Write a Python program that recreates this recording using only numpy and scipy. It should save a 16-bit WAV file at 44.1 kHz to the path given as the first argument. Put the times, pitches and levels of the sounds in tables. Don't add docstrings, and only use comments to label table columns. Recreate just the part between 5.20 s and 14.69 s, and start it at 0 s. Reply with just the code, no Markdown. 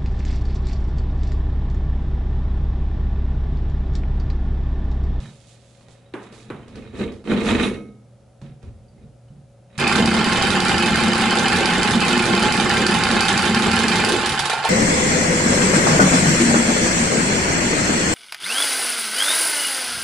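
import sys
import numpy as np
from scipy import signal
from scipy.fft import rfft, irfft, next_fast_len
from scipy.io import wavfile

SR = 44100
rng = np.random.default_rng(int(sys.argv[2]) if len(sys.argv) > 2 else 0)


def bounce(signal):
    frames = np.transpose(np.atleast_2d(signal))
    limited = np.clip(frames, -1, 1)
    pcm = np.round(limited * 32767).astype(np.int16)
    wavfile.write(sys.argv[1], SR, pcm)


N = 418509
TIME = np.arange(N) / SR


FAN = [(15, -41), (25, -21), (64, -7), (124, -12), (169, -9.5), (235, -11.5), (296, -20.5), (468, -19),
       (545, -16), (651, -21), (721, -21), (1080, -33.5), (1300, -29), (1670, -36), (11000, -43),
       (14300, -81), (22000, -120)]
FAN_PEAKS = [(556, 27, 10.8), (732, 56, 3.5)]
FAN_DB, HUM_HZ, HUM_DB = -54, 120.2, -49
HUM_WAVER_DB, HUM_WAVER_PER_S = 2.6, 16

# [start_s, length_s, thud_db, wall_boom_db, brass_scrape_db]
RUBS = [(-.02, 0.08, -61, -49, -51), (.14, 0.78, -75, -66, -66), (.97, .3, -68, -47.5, -56.5),
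        (1.28, 0.27, -52, -43, -56.5), (1.54, 0.029, -41, -32.5, -47), (1.6, 0.095, -47, -49, -53),
        (1.715, 0.09, -42, -30.5, -45), (1.775, 0.06, -34.5, -22.5, -38.5), (2.04, 0.057, -46, -24, -39.5),
        (2.08, 0.046, -34, -15.5, -31.5), (2.14, 0.15, -37, -22, -32), (2.25, 0.051, -28, -16, -22),
        (2.31, 0.045, -27, -17, -25), (2.36, 0.087, -46, -19, -28), (3.222, 0.031, -47, -42.5, -56.5),
        (3.41, 0.017, -39, -41, -59), (3.42, 0.048, -37, -59, -74), (3.55, .1, -56, -59, -80),
        (3.74, .1, -49, -50, -72), (4.08, 0.11, -58, -60, -85), (4.48, .04, -68, -58, -63),
        (4.52, 0.043, -59, -49, -53.5), (7.7, 1.42, -39, -62, -75)]
# [start_s, length_s, level_db]
RUSTLES = [(-.02, 0.3, -59), (.25, 0.094, -56), (.38, 0.25, -61.5), (.67, .06, -58.5), (1.0, 0.033, -56),
           (1.11, 0.12, -56.5), (1.75, 0.072, -52.5), (2.22, .09, -40.5), (2.39, 0.035, -38.5)]
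RUB_ATTACK_S = .035
WALL_RELEASE_DB_PER_S, BRASS_RELEASE_DB_PER_S, RUSTLE_RELEASE_DB_PER_S = 100, 160, 170
RUSTLE_IN_RUB_DB = -16.5
THUD = [(15, -14), (45, 4), (85, 12.5), (120, 4), (200, -31), (500, -67)]
BOOM = [(80, -22), (130, -12), (175, -8.5), (240, 1.5), (300, -7), (440, -4.5), (540, -11.5), (680, -19.5),
        (1200, -64)]
BOOM_PEAKS = [(139, 9, 3.2), (206, 37, 10.2), (325, 39, 5.6), (461, 37, 6.3)]
SCRAPE = [(300, -27), (650, 4.5), (900, 9), (1400, 4.5), (1900, 5.5), (2700, 1), (3200, -1), (4200, -8),
          (5000, -20), (8000, -32), (11000, -36)]
SCRAPE_PEAKS = [(1233, 70, 5.5), (2230, 45, 7.3), (2520, 82, 8.7), (3840, 220, 10.3), (4180, 140, 5.6)]
RUSTLE = [(1500, -13), (3500, -0.5), (5500, -5), (7200, -3), (9000, -7.5), (11000, -11.5)]

TICKS = [(0.0024, -26.5), (0.058, -33), (0.609, -39), (0.684, -33.5), (1.1258, -27.5), (1.4805, -30.5),
         (1.5564, -26.5), (1.9205, -28), (2.041, -33), (3.2156, -32.5), (3.428, -35.5), (3.6845, -54),
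         (3.7808, -55), (4.0851, -54)]
TICK = [(200, 12), (700, 5), (2400, -5.5), (4500, -7.5), (6000, -12), (11000, -20)]
BUMPS = [(0.003, -32), (0.026, -31.5), (0.085, -32), (1.288, -36), (1.335, -33), (1.544, -38), (3.223, -29),
         (3.299, -35.5), (3.731, -44), (3.839, -36.5), (4.104, -36), (4.166, -38), (4.581, -20.5),
         (9.099, -24), (9.207, -26.5), (9.385, -33)]
WALL_MODES = [(141.6, -2, 0.48), (165, -13, 0.2), (180, -3.5, 0.14), (225, -11, 0.31)]
KNOCKS = [(0.937, -14), (1.3, -16), (1.796, -31), (1.862, -34), (2.073, -21), (2.116, -8.5)]
KNOCK_MODES = [(223, -18, 0.18), (261, -10.5, 0.073), (342, -3, 0.055), (450, -8, 0.045), (566, -11, 0.035),
               (1110, -23, 0.04), (1494, -20, .08), (1940, -24, 0.042), (2390, -16, 0.041),
               (3930, -13, .01)]
KNOCK = [(100, -26.5), (200, 3), (420, 4), (620, -4.5), (1000, -4.5), (1600, -8), (2400, -15),
         (3600, -23.5), (4600, -36), (5600, -36.5), (11000, -38)]

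FLANGE_MODES = [(140, -37, 1.1), (208, -29, 1), (425, -39, .5), (1061, -50, .54), (1267, -35, .62),
                (1357, -43, .47), (1560, -49, .7), (2187, -34.5, .62), (5750, -47.5, .48),
                (6697, -43.5, .39), (9711, -35.5, .27)]
FLANGE_S = 2.425
# [start_s, level_db, ring_hz]
CHINKS = [(3.684, -61, 4650), (3.781, -61, 2100), (4.085, -62, 2980)]

# [start_s, level_db]
SNAPS = [(4.5786, -18.5), (4.597, -14.5), (8.7577, -14), (8.887, -9), (8.921, -15), (9.0117, -16),
         (9.059, -8.5), (9.092, -11), (9.1194, -13.5), (9.1496, -18), (9.192, -7.5), (9.2544, -10),
         (9.2978, -10), (9.3084, -24), (9.3312, -15.5), (9.3816, -25), (9.4485, -12)]
STEEL = [(300, -53.5), (900, 5), (1800, 4.5), (3500, 3), (5000, 3.5), (6000, -0.5), (9000, -2), (11000, -3)]

TRIGGER_S, PARTED_S = 4.58, 8.84
# [time_s, turns_per_s]
SPEED = [(4.75, 5.5916), (4.95, 5.3485), (5.12, 5.5415), (5.8, 5.6928), (7.1, 5.7917), (8.45, 5.9196),
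         (8.9, 6.0989)]
FREE_RUN = [(4.59, -41), (4.635, -29), (4.71, -27), (4.76, -50)]
WHIRR = [(1000, -42), (2100, -8), (2450, 10), (2750, 3), (3100, -20), (5000, -49)]
# [share_of_turn, load_db]
LOAD_IN_TURN = [(0, -19), (.06, -7), (.13, 7), (.26, -11), (.32, 3), (.41, 0.5), (.49, 1.5), (.58, 0),
                (.68, 3.5), (.79, 5.5), (.92, -1.5), (.98, 7)]
# [middle_s, length_s, wall_rumble_change_db, housing_growl_change_db]
SWELLS = [(4.818, 0.13, 4, 5), (5.733, .06, 3, -1), (6.163, 0.088, -6, 3), (6.413, 0.065, -3.5, 3.5),
          (6.75, 0.06, 3.5, -1), (7.125, 0.11, 1, 5), (7.264, 0.062, 3.5, 4), (7.555, 0.42, 1.5, 3),
          (7.944, .08, 3.5, 2), (8.478, 0.049, 0.5, 5.5), (8.905, 0.17, 0.5, 10)]
# [cycles_per_turn, relative_level_db]
GEARS = [(14, -19), (33.3, -11), (37.6, -10), (146.5, -15), (119.8, -23)]
GEAR_WAVER_DB, TOOTH_T60_S = 4.5, .013
RUMBLE = [(15, -24), (32, -24), (50, -21), (100, -14.5), (160, -9.5), (240, -8.5), (290, -21), (400, -48),
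          (800, -89)]
RUMBLE_PEAKS = [(52, 10, 4), (86, 4.3, 5.7), (124, 25, 3.3), (181, 13, 6.1), (197, 21, 3.9),
                (222.8, 14.8, 10.3), (243.7, 13, 5.9)]
GROWL = [(150, -20), (240, -10), (290, -4), (400, 0.5), (500, -1.5), (600, -8), (800, -10.5), (1600, -59.5)]
GROWL_PEAKS = [(353, 21, 9.9), (371.5, 11, 1.7)]
RATTLE = [(200, -29.5), (500, -21.5), (650, -5), (780, 4.5), (960, -0.5), (1500, 3), (1950, -2.5),
          (3000, -3), (3300, -7), (5000, -8.5), (5600, -20.5), (7900, -16.5), (8500, -25.5), (11000, -29.5)]
RATTLE_PEAKS = [(702, 23, 4), (790, 48, 9.1), (828, 27, 4.6), (867, 37, 12), (1044, 17, 1.9),
                (1063, 15, 8.8), (1103, 17, 3.4), (1100, 22, 1.3), (1370, 42, 2.6), (1405, 31, 3.1),
                (1571, 20, 6.4), (1680, 100, 2.7), (1783, 26, 8), (1815, 34, 2.9), (2100, 63, 5),
                (2130, 31, 3.1), (2377, 38, 8.8), (2580, 22, 8.5), (2898, 48, 3.2), (3046, 100, 6),
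                (4920, 25, 1.8)]
RUMBLE_DB, GROWL_DB, GROWL_FOLLOWS = -20, -27, 0.56
RATTLE_DB, IDLE_RATTLE_DB = -21, -28.5
ENGAGE_S, BITE_S, EASING_DB_PER_S, RELEASE_DB_PER_S = .014, .1, .9, 46
LOAD_WANDER_DB, LOAD_WANDER_PER_S = .6, 9

# [share_of_turn, relative_level_db, ring_hz, ring_width_hz, ring_lift_db, t60_s]
CONTACTS = [(0.0, -1.5, 4680, 600, 9, 0.023), (0.094, -9.5, 2550, 350, 20.5, 0.057),
            (0.266, -9, 8900, 2500, 9, 0.013), (0.301, -7, 1490, 700, 21, 0.032),
            (0.449, -2, 3730, 604, 10, 0.017), (.49, -10.5, 6260, 600, 11.5, 0.038),
            (0.583, -14, 3520, 347, 19.5, 0.13), (.712, -11.5, 7430, 1200, 12.5, 0.038)]
FIRST_CLICK_S, CUTTING_TURNS = 4.6774, 25
CLICK_DB, CLICK_GROWTH_DB_PER_S = -13.5, 0.43

LOOSE = [(9.192, -18), (9.262, -22), (9.298, -15.5), (9.332, -12.5), (9.367, -16.5), (9.443, -15),
         (9.452, -9.5)]
LOOSE_MODES = [(418, -8.5, 0.048), (754, 2.5, 0.026), (840, -1, 0.062), (911, -3.5, 0.1), (1099, -13, 0.14),
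               (1390, -9.5, 0.14), (1510, -23, .1)]

# [frequency_hz, coherence]
LIKENESS = [(100, .95), (250, .9), (700, .82), (1400, .8), (2800, .7), (5500, .5), (10000, .27)]
# [frequency_hz, difference_db]
BALANCE = [(60, 2), (110, -4), (190, -0.5), (350, -1.5), (620, -2.5), (1120, -1.5), (2010, -3), (3620, -8),
           (6500, -6.5), (11700, -6.5)]
ROOM_T60_S = 0.49
AGC_THRESHOLD_DB, AGC_SHARE, AGC_S = -18.5, .5, .03
CUTOFF_HZ = 11080

PATH_0_ONLY = np.array([[1], [0]])


def from_db(db):
    return 10 ** (np.asarray(db) / 20)


def rms_one(x):
    return x / np.sqrt(np.mean(x ** 2) + 1e-20)


def gains(rows):
    s, *columns = np.transpose(rows)
    return [from_db(np.interp(TIME, s, c, left=-120, right=-120)) for c in columns]


def at_hz(points, hz):
    f, value = np.transpose(points)
    return np.interp(np.log(hz + 1), np.log(f + 1), value)


def drift(rate):
    knots = rng.standard_normal(int(N / SR * rate) + 2)
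    return rms_one(np.interp(TIME * rate, np.arange(len(knots)), knots))


def colour(x, spectrum, peaks=(), size=16384):
    hz = np.arange(size // 2 + 1) * SR / size
    db = at_hz(spectrum, hz)
    for centre, width, lift in peaks:
        db = db + lift / (1 + (2 * (hz - centre) / width) ** 2)
    cepstrum = irfft(np.log(from_db(db)))
    cepstrum[size // 2:] = 0
    response = irfft(np.exp(2 * rfft(cepstrum)))[:size // 2]
    unit_response = response / np.linalg.norm(response)
    return signal.oaconvolve(x, unit_response[None], axes=1)[:, :N]


def clicks(times, heights):
    samples = np.round(np.asarray(times) * SR).astype(int)
    return np.bincount(np.clip(samples, 0, N - 1), heights, N)


def decay(energy, t60):
    return signal.lfilter([1], [1, -from_db(-60 / (t60 * SR)) ** 2], energy)


def bursts(times, db, t60, room_db):
    energy = clicks(times, from_db(db) ** 2) + 1e-18
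    crack = decay(energy, t60)
    tail = decay(energy, ROOM_T60_S)
    return np.sqrt(crack + from_db(room_db) ** 2 * tail) * rng.standard_normal((2, N))


def ring(times, db, modes, uneven_db=0):
    out = np.zeros(N)
    chances = np.clip(rng.standard_normal((len(modes), len(times))), -2, 2)
    for k, ((hz, level_db, t60), chance) in enumerate(zip(modes, chances)):
        radius = from_db(-60 / (t60 * SR))
        angle = 2 * np.pi * hz / SR
        blows = clicks(times, from_db(db + level_db + uneven_db * chance)) + 1e-18
        poles = [1, -2 * radius * np.cos(angle), radius * radius]
        out += (-1) ** k * signal.lfilter([0, np.sin(angle)], poles, blows)
    return out * PATH_0_ONLY


def jangle(times, db, low_hz, high_hz, t60, uneven_db, count):
    pitches = np.geomspace(low_hz, high_hz, count) * (1 + 0.029 * rng.uniform(-0.61, 1, count))
    paths = []
    for part in (pitches, pitches[::2] * 1.02):
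        modes = [(hz, 10 * np.log10(hz / low_hz), t60) for hz in part]
        paths.append(rms_one(ring(times, db, modes, uneven_db)[0]))
    return np.array(paths)


def friction(per_s, spread_db, t60, room_db):
    times = TIME[rng.random(N) < per_s / SR]
    db = spread_db * np.clip(rng.standard_normal(len(times)), -2, 2)
    return rms_one(bursts(times, db, t60, room_db))


def strokes(rows, attack_s, release_db_per_s):
    power = 0
    for start, length, *db in rows:
        age = TIME - start
        release = from_db(-np.clip(release_db_per_s * (age - length), 0, 200))
        shape = np.clip(age / attack_s, 0, 1) * release
        power = power + np.outer(from_db(db), shape) ** 2
    return np.sqrt(power)


def room(x, wet_db):
    t = TIME[:SR // 2]
    tail = rng.standard_normal((2, len(t))) * from_db(-60 * t / ROOM_T60_S) * (t > .004)
    tail = tail / np.linalg.norm(tail[0])
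    return x + from_db(wet_db) * signal.oaconvolve(x[:1], tail, axes=1)[:, :N]


def fan():
    air = from_db(FAN_DB) * colour(rng.standard_normal((2, N)), FAN, FAN_PEAKS)
    hum_gain = from_db(HUM_DB + HUM_WAVER_DB * drift(HUM_WAVER_PER_S))
    hum = hum_gain * np.sin(2 * np.pi * HUM_HZ * TIME + 0.5 * drift(12))
    return air + hum * PATH_0_ONLY


def handling():
    thud, boom, _ = strokes(RUBS, RUB_ATTACK_S, WALL_RELEASE_DB_PER_S)
    scrape = strokes(RUBS, RUB_ATTACK_S, BRASS_RELEASE_DB_PER_S)[2]
    hiss = strokes(RUSTLES, RUB_ATTACK_S, RUSTLE_RELEASE_DB_PER_S)[0]
    rustle = np.hypot(hiss, from_db(RUSTLE_IN_RUB_DB) * scrape)
    slips = friction(per_s=240, spread_db=2, t60=0.0042, room_db=-14)
    catches = TIME[rng.random(N) < 70 / SR]
    pings = jangle(catches, 0, low_hz=1200, high_hz=7000, t60=.07, uneven_db=6, count=16)
    wall = colour(thud * slips, THUD)
    wall = wall + from_db(-2.5) * colour(boom * slips, BOOM, BOOM_PEAKS)
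    brass = from_db(-2.5) * colour(scrape * (slips + from_db(-5.5) * pings), SCRAPE, SCRAPE_PEAKS)
    fine_slips = friction(per_s=880, spread_db=6, t60=.008, room_db=-14)
    return wall + brass + colour(rustle * fine_slips, RUSTLE)


def ticks():
    s, db = np.transpose(TICKS)
    return colour(bursts(s, db - 11, t60=0.031, room_db=-7.5), TICK)


def bumps():
    s, db = np.transpose(BUMPS)
    return from_db(-1) * ring(s, db, WALL_MODES)


def knocks():
    s, db = np.transpose(KNOCKS)
    body = from_db(-7.5) * ring(s + 0.00096, db, KNOCK_MODES)
    crack = colour(bursts(s + 0.0016, db - 13.5, t60=0.048, room_db=-4.5), KNOCK)
    return body + crack


def flange_ring(release_s=0.025):
    free = np.clip((TIME - FLANGE_S) / release_s, 0, 1)
    waver = from_db(2.5 * drift(40))
    return room(free * waver * ring([FLANGE_S], -1.5, FLANGE_MODES), wet_db=-12)


def chinks(t60=0.069):
    touches = sum(ring([s], db, [(hz, 0, t60)]) for s, db, hz in CHINKS)
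    return room(touches, wet_db=-5)


def snaps():
    s, db = np.transpose(SNAPS)
    return colour(bursts(s, db - 10.5, t60=0.11, room_db=-11.5), STEEL, [(3560, 970, 5.6)])


def rise(time_constant_s):
    return 1 - np.exp(-np.maximum(TIME - TRIGGER_S, 0) / time_constant_s)


def head_angle():
    speed = rise(.02) * np.interp(TIME, *np.transpose(SPEED))
    turns = np.cumsum(speed) / SR
    return turns - np.interp(FIRST_CLICK_S, TIME, turns)


def cutting_load():
    release_db = -RELEASE_DB_PER_S * np.maximum(TIME - PARTED_S, 0)
    easing_db = -EASING_DB_PER_S * (TIME - TRIGGER_S)
    load_db = release_db + easing_db + LOAD_WANDER_DB * drift(LOAD_WANDER_PER_S)
    wall_db, housing_db = sum(np.outer(changes, np.exp(-(2 * (TIME - s) / length) ** 2))
                              for s, length, *changes in SWELLS)
    rumble = rise(BITE_S) * from_db(RUMBLE_DB + load_db + wall_db)
    growl = from_db(GROWL_DB + GROWL_FOLLOWS * load_db + housing_db)
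    rattle = from_db(IDLE_RATTLE_DB + (RATTLE_DB - IDLE_RATTLE_DB) * from_db(release_db))
    return rise(ENGAGE_S) * np.array([rumble, growl, rattle])


def gear_train(angle, teeth_per_turn=33):
    rumble, growl, rattle = cutting_load()
    free_run, = gains(FREE_RUN)
    load_db = np.interp(angle, *np.transpose(LOAD_IN_TURN), period=1)
    teeth = TIME[1:][np.diff(np.floor(angle * teeth_per_turn)) > 0]
    teeth = teeth + .0008 * rng.standard_normal(len(teeth))
    force_db = 3.22 * np.clip(rng.standard_normal(len(teeth)), -2, 2)
    impacts = rms_one(bursts(teeth, force_db, t60=TOOTH_T60_S, room_db=-17.5))
    shake = rms_one(bursts(teeth, force_db / 2, t60=0.041, room_db=-13.5))
    pings = jangle(teeth, force_db, low_hz=950, high_hz=10000, t60=.065, uneven_db=9, count=56)
    tones = 0
    for order, db in GEARS:
        tone_gain = from_db(db + GEAR_WAVER_DB * drift(14))
        tones = tones + tone_gain * np.sin(2 * np.pi * order * angle + 0.58 * drift(8.2))
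    wall = from_db(-4) * colour(rumble * from_db(0.7 * load_db) * shake, RUMBLE, RUMBLE_PEAKS)
    housing = from_db(-1.5) * colour(growl * from_db(0.61 * load_db) * shake, GROWL, GROWL_PEAKS)
    metal = from_db(-4.5) * colour(rattle * (impacts + pings), RATTLE, RATTLE_PEAKS)
    whirr = colour(free_run * impacts, WHIRR)
    return wall + housing + metal + whirr + from_db(1) * rumble * tones * PATH_0_ONLY


def head_clicks(angle):
    out = 0
    for share, level_db, hz, width, lift_db, t60 in CONTACTS:
        s = np.interp(np.arange(CUTTING_TURNS) + share, angle, TIME)
        growth_db = CLICK_GROWTH_DB_PER_S * (s - TRIGGER_S)
        strength_db = CLICK_DB + growth_db + level_db + 1.9 * rng.standard_normal(len(s))
        contact = bursts(s, strength_db, t60, room_db=-13)
        out = out + colour(contact, STEEL, [(hz, width, lift_db)])
    return out


def loose_piece():
    s, db = np.transpose(LOOSE)
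    return from_db(-3.5) * room(ring(s, db, LOOSE_MODES), wet_db=-4)


def ports(paths, aside):
    size = next_fast_len(N + SR // 10)
    hz = np.arange(size // 2 + 1) * SR / size
    alike = np.clip(at_hz(LIKENESS, hz), 0, .999)
    mid, side = rfft(paths, size)
    sign = np.array([[1], [-1]])
    spread = sign * side * np.sqrt((1 - alike) / (1 + alike))
    shading = from_db(sign * aside * at_hz(BALANCE, hz) / 2)
    return irfft((mid + spread) * shading, size)[:, :N]


def scene():
    hands = handling() + ticks() + bumps() + knocks() + flange_ring() + chinks()
    angle = head_angle()
    drive = from_db(0.28) * (gear_train(angle) + head_clicks(angle))
    cutter = snaps() + drive + loose_piece()
    return ports(fan(), aside=0) + ports(hands, aside=0.98) + ports(cutter, aside=0.77)


def record(dry):
    keep = np.exp(-1 / (AGC_S * SR))
    power = signal.lfilter([1 - keep], [1, -keep], np.mean(dry ** 2, axis=0))
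    level_db = 10 * np.log10(power + 1e-12)
    held = dry * from_db(-AGC_SHARE * np.maximum(level_db - AGC_THRESHOLD_DB, 0))
    low_pass = signal.ellip(12, .1, 80, CUTOFF_HZ, fs=SR, output="sos")
    return signal.sosfilt(low_pass, np.tanh(held))


dry = scene()
out = record(dry)
bounce(out)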